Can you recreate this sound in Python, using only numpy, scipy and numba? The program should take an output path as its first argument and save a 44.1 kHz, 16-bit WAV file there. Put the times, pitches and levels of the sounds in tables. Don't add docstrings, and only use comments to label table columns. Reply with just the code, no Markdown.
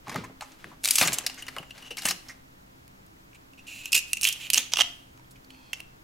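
import sys
import numpy as np
from scipy import signal
from scipy.fft import rfft, irfft
from scipy.io import wavfile
from numba import njit

SR = 44100
rng = np.random.default_rng(int(sys.argv[2]) if len(sys.argv) > 2 else 0)


def inscribe(sig):
    pcm = np.round(np.clip(np.atleast_2d(sig).T, -1, 1) * 32767)
    wavfile.write(sys.argv[1], SR, pcm.astype(np.int16))


def voltage_ratio(decibels):
    exponent = np.asarray(decibels, float) / 20
    return 10 ** exponent


N = 266099

# start in seconds, level in dB, crispness in dB, burst length in ms.
HANDLING = [(.0818, -30.5, -5, 1.7), (.094, -27, 7.5, 7), (.1154, -27, -3, 17), (.1441, -31.5, 10.5, 1.4),
            (.1588, -20.5, -3, 3.1), (.1756, -46, 10, 5.4), (.2402, -32, -0.5, 10.7),
            (.4084, -29.5, 10.5, 4.9), (.4194, -32.5, 7.5, 13), (.5182, -52, 21, 6.7),
            (.6426, -27.5, -32, 3.7), (1.2395, -33, 2, 7.1), (1.2967, -30, 8.5, 6.7),
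            (1.3787, -41.5, 20, 23), (1.4815, -28, 10, 6.9), (1.5639, -28, 4.5, 4.5),
            (1.6283, -33.5, -20, 6.4), (1.7775, -38, 9.5, 10), (5.1751, -47.5, 9, 2.17),
            (5.196, -50, -1, 1.5)]
# start in seconds, level in dB, depth of the break in dB,
# burst length in ms.
CRUNCH = [(.8348, -33.5, -10.5, 7.8), (.8394, -19.5, 4, 3.3), (.8463, -15.5, -5, 5),
          (.8557, -13.5, 1.5, 3.2), (.8763, -18, 0.5, 1.5), (.8862, -17, -2, 3.6), (.9076, -10, -11, 4),
          (.9333, -26.5, -8, 14), (.955, -12.5, -7, 6.2), (.981, -22, 3, 2.9), (.9836, -8, 2, 2.91),
          (1.0124, -10, 16, 5.1), (1.0207, -15, 16.5, 16), (1.0504, -19, 15, 17), (1.0741, -14.5, 6.5, 5),
          (1.08, -17, 14.5, 7.9), (1.1215, -25, 15.5, 2.2), (1.129, -19, -1, 11), (1.1409, -21, -6, 4.5),
          (1.1845, -18, 3.5, 3.8), (1.2638, -15, 5, 5.8), (1.3429, -40.5, -3, 4), (1.9694, -27, 5.5, 6.9),
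          (1.9821, -26.5, 10.5, 12.3), (2.0196, -28.5, 8, 5.5), (2.0324, -33, 13, 5.1),
          (2.0534, -13.5, 10, 6.8), (2.0854, -15.5, 5.5, 6.8), (2.1077, -16, 8.5, 6.7),
          (2.2867, -38.5, 12.5, 20)]
# start in seconds, level in dB, crispness in dB,
# burst length in ms.
TAPS = [(1.4219, -33, 6.5, 6), (1.4659, -32.5, 0, 3.3), (1.5834, -27, 0.5, 2.6), (1.6964, -45, 0, 2.6),
        (1.7062, -31, -2, 4.7), (1.823, -34, -4, 5.2), (1.8471, -35, -3, 31), (1.906, -27, -0.5, 13),
        (2.297, -33.5, -19, 12.6), (2.8788, -62.5, 23.5, 1.2), (3.0636, -68.5, 27, 3),
        (3.3314, -49, -8, 1.6), (3.3469, -59, 15, 6), (3.5334, -48, 1, 3.8), (3.5902, -44, -3, 7.4),
        (3.6721, -45, -9, 8.5), (5.3087, -75.5, 40, 9.5), (5.362, -52, 1, 3.5), (5.4459, -66.5, 19.5, 2.8),
        (5.5037, -43, 4, 3.6), (5.5464, -50, -1, 3.8), (5.7311, -21, 1, 3.9), (5.8028, -41, 11, 2.5)]
# start in seconds, level in dB, crispness in dB, burst length in ms.
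SNIPS = [(3.8567, -23.5, -1.5, 2.3), (3.9195, -26, 6.5, 8.4), (3.9288, -15.5, 2.5, 2),
         (3.9471, -13, 0.5, 2.5), (3.951, -12, 4.5, 3.2), (3.9626, -18.5, 4.5, 5.9),
         (3.9722, -21.5, -2.5, 2.5), (3.9896, -23, 1, 3.3), (4.1315, -14, 2, 2.6), (4.1693, -23.5, -5, 6.1),
         (4.2116, -32.5, 10.5, 2.2), (4.2183, -41, 13, 4), (4.2311, -17.5, 4, 4.9), (4.2423, -21, 8, 3),
         (4.2511, -6.5, -7, 1.9), (4.2605, -17.5, -26, 3), (4.2694, -13, -3, 12), (4.2875, -23.5, 7.5, 1.9),
         (4.306, -27, -18, 10), (4.3255, -43.5, 20.5, 4.7), (4.5015, -18, 7.5, 1.9),
         (4.533, -23.5, 9.5, 1.5), (4.5368, -21, 10.5, 2.1), (4.5432, -15.5, 5, 2.5),
         (4.5532, -29, 5.5, 18), (3.9312, -13, -1, 4), (3.9435, -21, 2.5, 3.4), (3.9556, -9, -4.5, 4.8),
         (3.9752, -18.5, 3.5, 8.9)]
# start in seconds, level in dB, crispness in dB,
# burst length in ms.
SPLITS = [(4.576, -26.5, 12, 1.1), (4.5792, -23, 12, 3.2), (4.7193, -33, 5, 10), (4.7351, -16.5, 1.5, 2.6),
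          (4.7583, -25.5, -7, 1.6), (4.7703, -15.5, -5, 2.3), (4.7859, -21.5, -7, 1.7),
          (4.7903, -15, -9.5, 5), (4.8017, -6.5, -19, 2.5), (4.8072, -10.5, -2.5, 5.6),
          (4.8173, -19, -1.5, 2.7)]
# the events,
# four shares in dB, four changes in dB per dB of the events' third column.
KINDS = [
    (HANDLING, (-9.5, -19.5, -15, -1.5), (0.83, 0.91, 0.4, 0)),
    (CRUNCH, (0.5, -10, -1.5, -15.5), (-0.031, 0.26, -.4, 1.04)),
    (TAPS, (-7.5, -1, -11, -10.5), (0.8, 0.061, 1.05, 0.41)),
    (SNIPS, (-2.5, -2.5, -3, -29), (1.09, 0.086, 1.17, 0.74)),
    (SPLITS, (1, 1, -23.5, -4.5), (0.95, 0.18, 2.4, 0.48)),
]


def fractures():
    breaks = []
    for events, shares, slopes in KINDS:
        for s, db, trait, ms in events:
            parts_db = db + np.array(shares) + trait * np.array(slopes)
            breaks.append((s, *parts_db, ms))
    return breaks


# time in seconds, pitch in
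# Hz.
FRAGMENTS = [(0.082, 5610.0), (0.094, 5200), (0.145, 3690.0), (0.16, 4640.0), (0.409, 4000),
             (0.643, 3620.0), (0.84, 6040), (0.847, 4000), (0.856, 4000), (0.877, 8350.0),
             (0.887, 4050), (0.908, 5300), (0.935, 8470.0), (0.957, 8100), (0.985, 5060),
             (1.013, 3860), (1.023, 4270), (1.052, 6790.0), (1.074, 7200), (1.081, 4030),
             (1.122, 4010), (1.133, 7140), (1.141, 9740.0), (1.185, 7540), (1.265, 4770),
             (1.298, 4230.0), (1.424, 10210.0), (1.483, 4500), (1.584, 4600), (1.708, 3880),
             (1.788, 4360), (1.971, 4030), (2.054, 8200), (2.086, 5050), (2.11, 5400), (2.287, 5660),
             (3.857, 6740.0), (3.921, 5310.0), (3.929, 5030), (3.947, 5080), (3.951, 4360),
                    (3.963, 5090), (3.991, 6420.0), (4.132, 8100), (4.17, 6690.0), (4.212, 5440.0),
                    (4.219, 10250.0), (4.231, 5700), (4.244, 5900), (4.251, 3820), (4.261, 3900.0),
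                    (4.27, 10270), (4.288, 6700), (4.326, 5950), (4.502, 4310), (4.537, 5830),
                    (4.543, 5740), (4.556, 5330.0), (4.58, 6400), (4.72, 5720), (4.735, 5670),
                    (4.759, 5800), (4.771, 5700), (4.787, 6320.0), (4.791, 5600), (4.802, 5840),
                    (4.808, 5680), (4.818, 6360), (5.732, 5700), (5.804, 4180)]


def fragment_hz(s, usual_hz):
    at, hz = min(FRAGMENTS, key=lambda row: abs(row[0] - s))
    return hz if abs(at - s) < .006 else usual_hz


# frequency in Hz, width in Hz, level in dB.
LEG = [(803, 71, -4.5), (1226, 130, -7.5), (1668, 420, -3), (2025, 170, -0.5)]


def cracks(hz, loose):
    drive, t = np.zeros((4, N + 2048)), np.arange(2048) / SR
    for s, *db, ms in fractures():
        spray = rng.standard_normal((4, 2048)) * voltage_ratio(3.2 * rng.standard_normal(2048))
        first_break = .8 * np.exp(-t / .0006)
        tear = .75 * np.exp(-t * 1000 / ms)
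        crumbs = .06 * np.exp(-t / .011)
        burst = spray * (first_break + tear + crumbs)
        burst *= 1 - np.exp(-t * 90000 / ms ** 2)
        burst[:, 0] += 3.2 + 10. / ms
        b, a = signal.iirpeak(fragment_hz(s, 3600 * 2.32 ** rng.random()), 4.0, SR)
        burst[0] = .62 * burst[0] + 1.6 * signal.lfilter(b, a, burst[0])
        i = int(s * SR)
        drive[:, i:i + 2048] += voltage_ratio(np.array(db))[:, None] * burst
    snap, ring, splinter, body = drive[:, :N]
    sharp = voltage_ratio(-2.5) * band(snap, 2700, 8200) + voltage_ratio(-1.0) * band(splinter, 5800, 12460)
    leg = voltage_ratio(-0.5) * band(body, 600, 2490, order=3) + voltage_ratio(5.0) * modes(body, LEG)
    return sharp + voltage_ratio(12.0) * shell(ring, hz, loose) + leg


# time in seconds, ring pitch in Hz, left minus right in dB,
# looseness of the grip as a factor on the ring width.
PIECE = [(0, 2242, 0, 1.2), (.8, 2580, 1, 1.8), (1.2, 2710, 0.5, 1.5), (1.35, 2910, 1.5, .45),
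         (1.95, 2857, 2.5, 0.7), (2.27, 2860, 0.5, .8), (2.285, 2026, -2, .8), (3.3, 2543, -1, 1.5),
         (3.6, 2670, -2, 0.7), (4.2, 2646, -3.5, 0.78), (4.29, 2960, -2.5, 1.5), (4.4, 2810, -2.5, 1.8),
         (4.56, 2830, -4.5, 1.2), (4.62, 3066, -2, 4), (4.815, 2946, -5.5, 0.97), (4.84, 3150, 2, 2.2),
         (5.1, 3080, -4, 1.9), (5.73, 2707, -4, 2.1), (6.03, 2920, 0, .9)]


def held_piece():
    s, *columns = np.transpose(PIECE)
    hz, pan_db, loose = [np.interp(np.arange(N) / SR, s, column) for column in columns]
    return hz, pan_db, np.clip(loose, .25, 3)


# offset as a share of the ring pitch, width in Hz, level in dB.
SHELL = [
    (-.03, 240, 0),
    (.035, 220, -1),
    (.02, 900, -13),
]


def shell(x, hz, loose):
    wobble, wobble_per_s = 0.021, 90
    t = np.arange(N) / SR
    flutter = np.interp(t * wobble_per_s, np.arange(2000), rng.standard_normal(2000))
    hz = hz * (1 + wobble * loose * flutter)
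    parts = [(1 + off * loose, width * loose, db) for off, width, db in SHELL]
    parts.append((5760 / hz, 290 * loose, -13.5))
    ring = 0
    for ratio, width, db in parts:
        once = svf(x, ratio * hz, width)
        ring = ring + voltage_ratio(db) * svf(once, ratio * hz, 2 * width)
    return ring / np.sqrt(loose)


# start in
# seconds, level in dB, pitch in Hz.
CHIPS = [(0.853, -25.5, 4600), (0.868, -27.5, 3970), (0.872, -25, 3760), (0.889, -20.5, 8460.0),
         (0.8974, -27, 7050.0), (0.911, -6.5, 10400), (0.918, -21.5, 10560.0), (0.9242, -24, 7480.0),
         (0.93, -30, 7340.0), (0.9352, -24.5, 8450.0), (0.9399, -26.5, 6100.0), (0.9488, -23, 9210.0),
         (0.9561, -12, 3430), (0.9848, -16.5, 4980.0), (0.9907, -19.5, 4820), (0.9936, -10, 6090),
         (1.0016, -20.5, 2580.0), (1.0071, -18, 8430), (1.0194, -16.5, 1930), (1.0197, -24.5, 2554),
         (1.0345, -14, 3600), (1.0405, -22, 2590.0), (1.0527, -19.5, 6820.0), (1.072, -14.5, 6860.0),
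         (1.0932, -32, 2420), (1.1258, -33, 2760), (1.1333, -21, 7000), (1.275, -34, 4550),
         (1.297, -23.5, 2800), (1.4243, -26, 2830), (1.484, -27, 1970), (1.487, -31, 1800),
         (1.5927, -30, 2900), (1.9706, -33, 4100), (1.9789, -24.5, 2230.0), (2.0148, -30, 3910.0),
         (2.0656, -10, 9800), (2.0742, -20, 1800), (2.083, -19, 2230), (2.0987, -19, 5330.0),
         (2.1029, -16.5, 4000), (2.1065, -25, 5340), (2.2885, -26, 5620.0),
         (3.8563, -26, 2970), (3.9696, -18, 2700), (3.9472, -8.5, 5150), (3.9625, -9, 6890.0),
                (4.133, -26, 8220), (4.1383, -29.5, 2600), (4.2184, -15.5, 10340), (4.2272, -22, 2900),
                (4.2297, -29, 2900), (4.2441, -19.5, 5920), (4.247, -23.5, 2880), (4.2588, -26, 2860),
                (4.2655, -33, 2960.0), (4.27, -14, 9950), (4.2765, -28, 3080), (4.2953, -20, 2790),
                (4.359, -28, 2770), (4.507, -28.5, 3080), (4.5123, -31, 3250.0), (4.5392, -22, 5560),
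                (4.5713, -19.5, 2730), (4.5897, -16.5, 3630), (4.7359, -6.5, 5730), (4.767, -22.5, 2840),
                (4.777, -26.5, 2730.0), (4.7873, -14, 2910), (4.811, -19, 3270), (4.823, -33, 3050),
         (.080, -32.5, 796), (.095, -29, 1080), (0.115, -33, 900), (.160, -19, 1220), (0.162, -25.5, 1850),
          (0.237, -32.5, 996), (.248, -32, 1040), (.419, -31.5, 1036), (1.0124, -9, 2460),
          (1.083, -21, 1650), (1.752, -46, 1710), (3.168, -52, 1994), (5.194, -46.5, 958),
          (5.245, -49, 3300), (5.446, -42, 4450), (5.7331, -18, 2690), (5.7312, -21.5, 2390),
          (5.7313, -32, 3100), (5.8025, -25, 2720), (4.226, -26, 7000), (3.9293, -15.5, 5150),
          (4.5796, -10, 6470)]


def chips():
    out, t = np.zeros(N + 512), np.arange(512) / SR
    for s, db, hz in CHIPS:
        ping = np.sin(2 * np.pi * hz * t) * np.exp(-t * hz / 6.9)
        ping[1:3] += .7 * np.array([1, -1])
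        i = int(s * SR)
        out[i:i + 512] += voltage_ratio(db - 3.5) * ping
    return out[:N]


# start in seconds, level in dB, hold in seconds, body share in dB.
SQUEEZES = [(0.073, -64, 0.054, 23), (0.157, -57, 0.022, 22.5), (0.442, -60.5, 0.1, 8.5),
            (0.594, -65.5, 0.12, 15), (0.87, -31.5, 0.12, -11), (0.994, -22.5, 0.032, -13),
            (1.097, -46.5, 0.1, 10.5), (1.247, -57.5, 0.18, 10.5), (1.47, -58, .13, 10.5),
            (1.753, -61.5, 0.12, 15.5), (2.059, -30.5, 0.028, -6), (2.266, -63, 0.041, 14)]
# start in seconds, level in dB, hold in seconds, body share in dB.
BITES = [
    (3.64, -82.5, 0.45, 28.5),
    (3.95, -36.5, 0.025, -18),
    (4.08, -50, 0.042, -23),
    (4.25, -29, 0.032, -19),
    (4.36, -52, 0.12, 2),
    (4.554, -29, 0.03, -9),
    (4.789, -31, 0.0077, -11.5),
    (5.77, -60, 0.029, 8),
]


def pressure():
    build_db_per_s, fall_db_per_s = 598.5, (390, 212.5, 198)
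    settle_db, settle_db_per_s = -17.5, 77.5
    t, power = np.arange(0, N + 64, 64) / SR, 0
    for table, ring_db in ((SQUEEZES, -14), (BITES, -1)):
        for s, db, hold, body_db in table:
            after = np.maximum(t - s - hold, 0)
            fall = np.maximum(-np.outer(fall_db_per_s, after), settle_db - settle_db_per_s * after)
            build = build_db_per_s * np.maximum(s - t, 0)
            shares = np.array([[0], [ring_db], [body_db]])
            power = power + voltage_ratio(db + shares + fall - build) ** 2
    return [np.interp(np.arange(N) / SR, t, np.sqrt(p)) for p in power]


# start in seconds, end in seconds, shell ring in dB, steel in dB.
SLIDES = [
    (1.303, 1.969, -62, -69),
    (3.348, 3.355, -53, -59.5),
    (3.579, 3.598, -53, -63.5),
    (3.67, 3.817, -42.5, -49.5),
    (3.835, 3.884, -44, -50.5),
    (4.402, 4.468, -39, -48),
]
# frequency in Hz, width in Hz, level in dB.
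BLADE = [(4140, 650, 9.5), (5050, 550, 3.5), (7050, 880, 11.5), (7500, 9000, -5.5), (10050, 640, 2),
         (11870, 1200, -4), (13700, 900, -3.5)]
# frequency in Hz, width in Hz, level in dB.
RUB_MODES = [(900, 120, 0), (2600, 200, -1), (3250, 150, 0), (4300, 250, -3)]


def grind(hz, loose):
    steel, ring, body = pressure()
    slide_ring = sum(gate(start, end, db) for start, end, db, _ in SLIDES)
    slide_steel = sum(gate(start, end, db) for start, end, _, db in SLIDES)
    crush = steel * level(band(grit(6000, 2.3), 2000, 13000), -3.0)
    scrape = slide_steel * level(modes(grit(11000, 1.4), BLADE), 0)
    hollow = np.hypot(ring, slide_ring) * level(shell(grit(2100, 3.5), hz, loose), -1.2)
    thumb = gate(5.5, 5.72, -61) * level(modes(grit(4000, 2.7), RUB_MODES), 0)
    leg = body * level(band(grit(2000, 3.4), 300, 3800), -8.0)
    return crush + scrape + hollow + thumb + leg


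def grit(density, scatter_db):
    size = voltage_ratio(scatter_db * np.minimum(rng.exponential(size=N), 4)) * rng.standard_normal(N)
    breaks = size * (rng.random(N) < density / SR)
    return level(breaks + 0.64 * rng.standard_normal(N), 0)


# start in seconds,
# level in dB, pitch in Hz, ring time in seconds.
KNOCKS = [(0.077, -37, 128, 0.16), (0.119, -41, 252, 0.14), (0.145, -30.5, 650, 0.076),
          (0.154, -21, 147, 0.081), (0.179, -25, 188, 0.059), (0.239, -45, 182, 0.17),
          (0.299, -42, 182, 0.092), (0.644, -46.5, 156, 0.45), (1.011, -41, 700, 0.065),
          (1.049, -25, 169, 0.078), (1.079, -31.5, 136, 0.21), (1.129, -31, 556, 0.047),
          (1.239, -48.5, 537, 0.12), (1.564, -45, 648, 0.28), (1.599, -28, 162, 0.036),
          (1.907, -41, 487, 0.091), (2.052, -13, 223, 0.022), (2.089, -41.5, 183, 0.3),
          (4.573, -45.5, 241, 0.18), (4.7908, -17, 907, 0.011),
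          (.2, -38.5, 113, 0.3), (.418, -35, 1010, 0.067), (0.714, -47, 980, 0.11),
         (1.011, -23.5, 155.6, 0.11), (1.375, -49.5, 2120, 0.31), (1.565, -33.5, 1080, 0.06),
         (2.284, -50, 6600, 0.046), (2.293, -47, 1900, 0.054), (0.069, -38.5, 1090, .05),
         (.297, -31.5, 590, 0.013), (2.981, -55, 128, 0.33), (4.7352, -22.5, 1100, 0.012),
         (5.733, -50, 6300, .1), (5.357, -59, 2920, 0.075), (4.801, -29, 230, 0.041)]


def knocks():
    out, t = np.zeros(N + 8192), np.arange(8192) / SR
    for s, db, hz, t60 in KNOCKS:
        fade = (1 - np.exp(-t * hz)) * 1000. ** (-t / t60)
        rattle = band(rng.standard_normal(8192), 0.69 * hz, hz + 250)
        tone = np.sin(2 * np.pi * hz * t)
        i = int(s * SR)
        out[i:i + 8192] += voltage_ratio(db) * fade * (0.78 * tone + 6.7 * rattle)
    return out[:N]


def bounces(bright, near):
    halves = rng.standard_normal((3, 120)) * np.exp(-np.arange(120) / 16)
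    corners = np.arange(N // 900 + 2)
    turn = np.interp(np.arange(N) / 900, corners, 2 * np.pi * rng.random(len(corners)))
    facing = bright + voltage_ratio(2.5) * band(near, 7000, 18000)
    early = 0
    for k, b in enumerate(halves):
        reflected = np.convolve(facing, np.r_[-b[::-1], 0, b], "same")
        early = early + np.cos(turn + k * 2 * np.pi / 3) * reflected
    return voltage_ratio(-27) * early * np.array([[1], [-1]])


def room(bright):
    t60_s, damp, sway_samples = 0.47, 0.13, 14.
    lags = np.array([331, 547, 811, 1097, 1429, 1811, 2251, 2749])
    gain = voltage_ratio(-60 * lags / SR / t60_s)
    return voltage_ratio(-17) * walls(bright + 1e-18, lags, gain, damp, sway_samples)


@njit
def walls(x, lags, gain, damp, sway):
    line, soft, out = np.zeros((8, 4096)), np.zeros(8), np.zeros((2, len(x)))
    for i in range(len(x)):
        total = 0.
        for k in range(8):
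            back = i + 4096 - lags[k] + sway * np.sin(i * (3 + k) / SR * 2 + k)
            j = int(back)
            early, later = line[k, j & 4095], line[k, (j + 1) & 4095]
            late = early + (back - j) * (later - early)
            soft[k] += (1 - damp) * (gain[k] * late - soft[k])
            total += soft[k]
            out[k % 2, i] += soft[k]
        for k in range(8):
            line[k, i & 4095] = x[i] + soft[k] - total / 4
    return out


# frequency in Hz, level in dB per Hz.
KITCHEN = [(20, 3.5), (60, 2.5), (120, 1), (250, -6), (400, -9.5), (630, -13.5), (1000, -14.5),
           (2000, -18.5), (4000, -22), (7000, -22.5), (9000, -28), (12500, -25), (16500, -26)]
# frequency in Hz, side minus mid in dB.
KITCHEN_SIDE = [(30, -20.5), (110, -13), (200, -3), (380, 4.5), (800, 10), (2000, 8.5), (4400, 2),
                (9000, -4.5)]
# frequency in Hz, width in Hz, level in dB.
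FRIDGE = [(128, 4.7, -66.5), (191, 2.8, -67.5), (264.3, 4.4, -62.5), (318, 14, -68)]


def kitchen():
    hz = np.maximum(np.arange(N // 2 + 1) * SR / N, 1)
    air_hz, air_db = np.transpose(KITCHEN)
    side_hz, side_db = np.transpose(KITCHEN_SIDE)
    colour = voltage_ratio(np.interp(np.log(hz), np.log(air_hz), air_db))
    mid, side = (rfft(rng.standard_normal(N)) * colour for _ in range(2))
    side = side * voltage_ratio(np.interp(np.log(hz), np.log(side_hz), side_db))
    air = np.array([irfft(mid + side, N), irfft(mid - side, N)])
    air = air * voltage_ratio(-61.5 + 4.5) / np.std(air.mean(axis=0))
    drone = sum(level(modes(rng.standard_normal(N), [(f, width, 0)]), db) for f, width, db in FRIDGE)
    return air + drone


def level(x, db):
    return x * voltage_ratio(db) / np.sqrt(np.mean(x ** 2))


def gate(start, end, db, edge=0.0088):
    return voltage_ratio(db) * np.interp(np.arange(N) / SR, [start - edge / 2, start, end, end + 2 * edge], [0, 1, 1, 0])


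def band(x, lo_hz, hi_hz, order=2):
    return signal.sosfilt(signal.butter(order, [lo_hz, hi_hz], "band", fs=SR, output="sos"), x)


def modes(x, table):
    return sum(voltage_ratio(db) * svf(x, np.full(N, 1. * f), np.full(N, 1. * width)) for f, width, db in table)


@njit
def svf(x, hz, width):
    y, b, l = np.empty(len(x)), 0., 0.
    for i in range(len(x)):
        g, k = np.tan(np.pi * hz[i] / SR), width[i] / hz[i]
        v = (b + g * (x[i] - l)) / (1 + g * (g + k))
        b, l, y[i] = 2 * v - b, l + 2 * g * v, k * v
    return y


def scene():
    hz, pan_db, loose = held_piece()
    near = cracks(hz, loose) + grind(hz, loose) + knocks() + chips()
    near = np.roll(near, int(.0006 * SR))
    bright = band(near, 350, 17950, order=1)
    early = bounces(bright, near)
    balance = voltage_ratio(np.array([pan_db, -pan_db]) / 2)
    return (near + early) * balance + room(bright) + kitchen()


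def roll_off(x):
    return signal.sosfilt(signal.butter(12, 16800, fs=SR, output="sos"), x)


def record(dry):
    rounded = 1.15 * np.tanh(dry / 1.15)
    top = signal.ellip(8, .3, 38, 15830, fs=SR, output="sos")
    mix = signal.sosfilt(top, rounded)
    return roll_off(mix)


dry = scene()
out = record(dry)
inscribe(out)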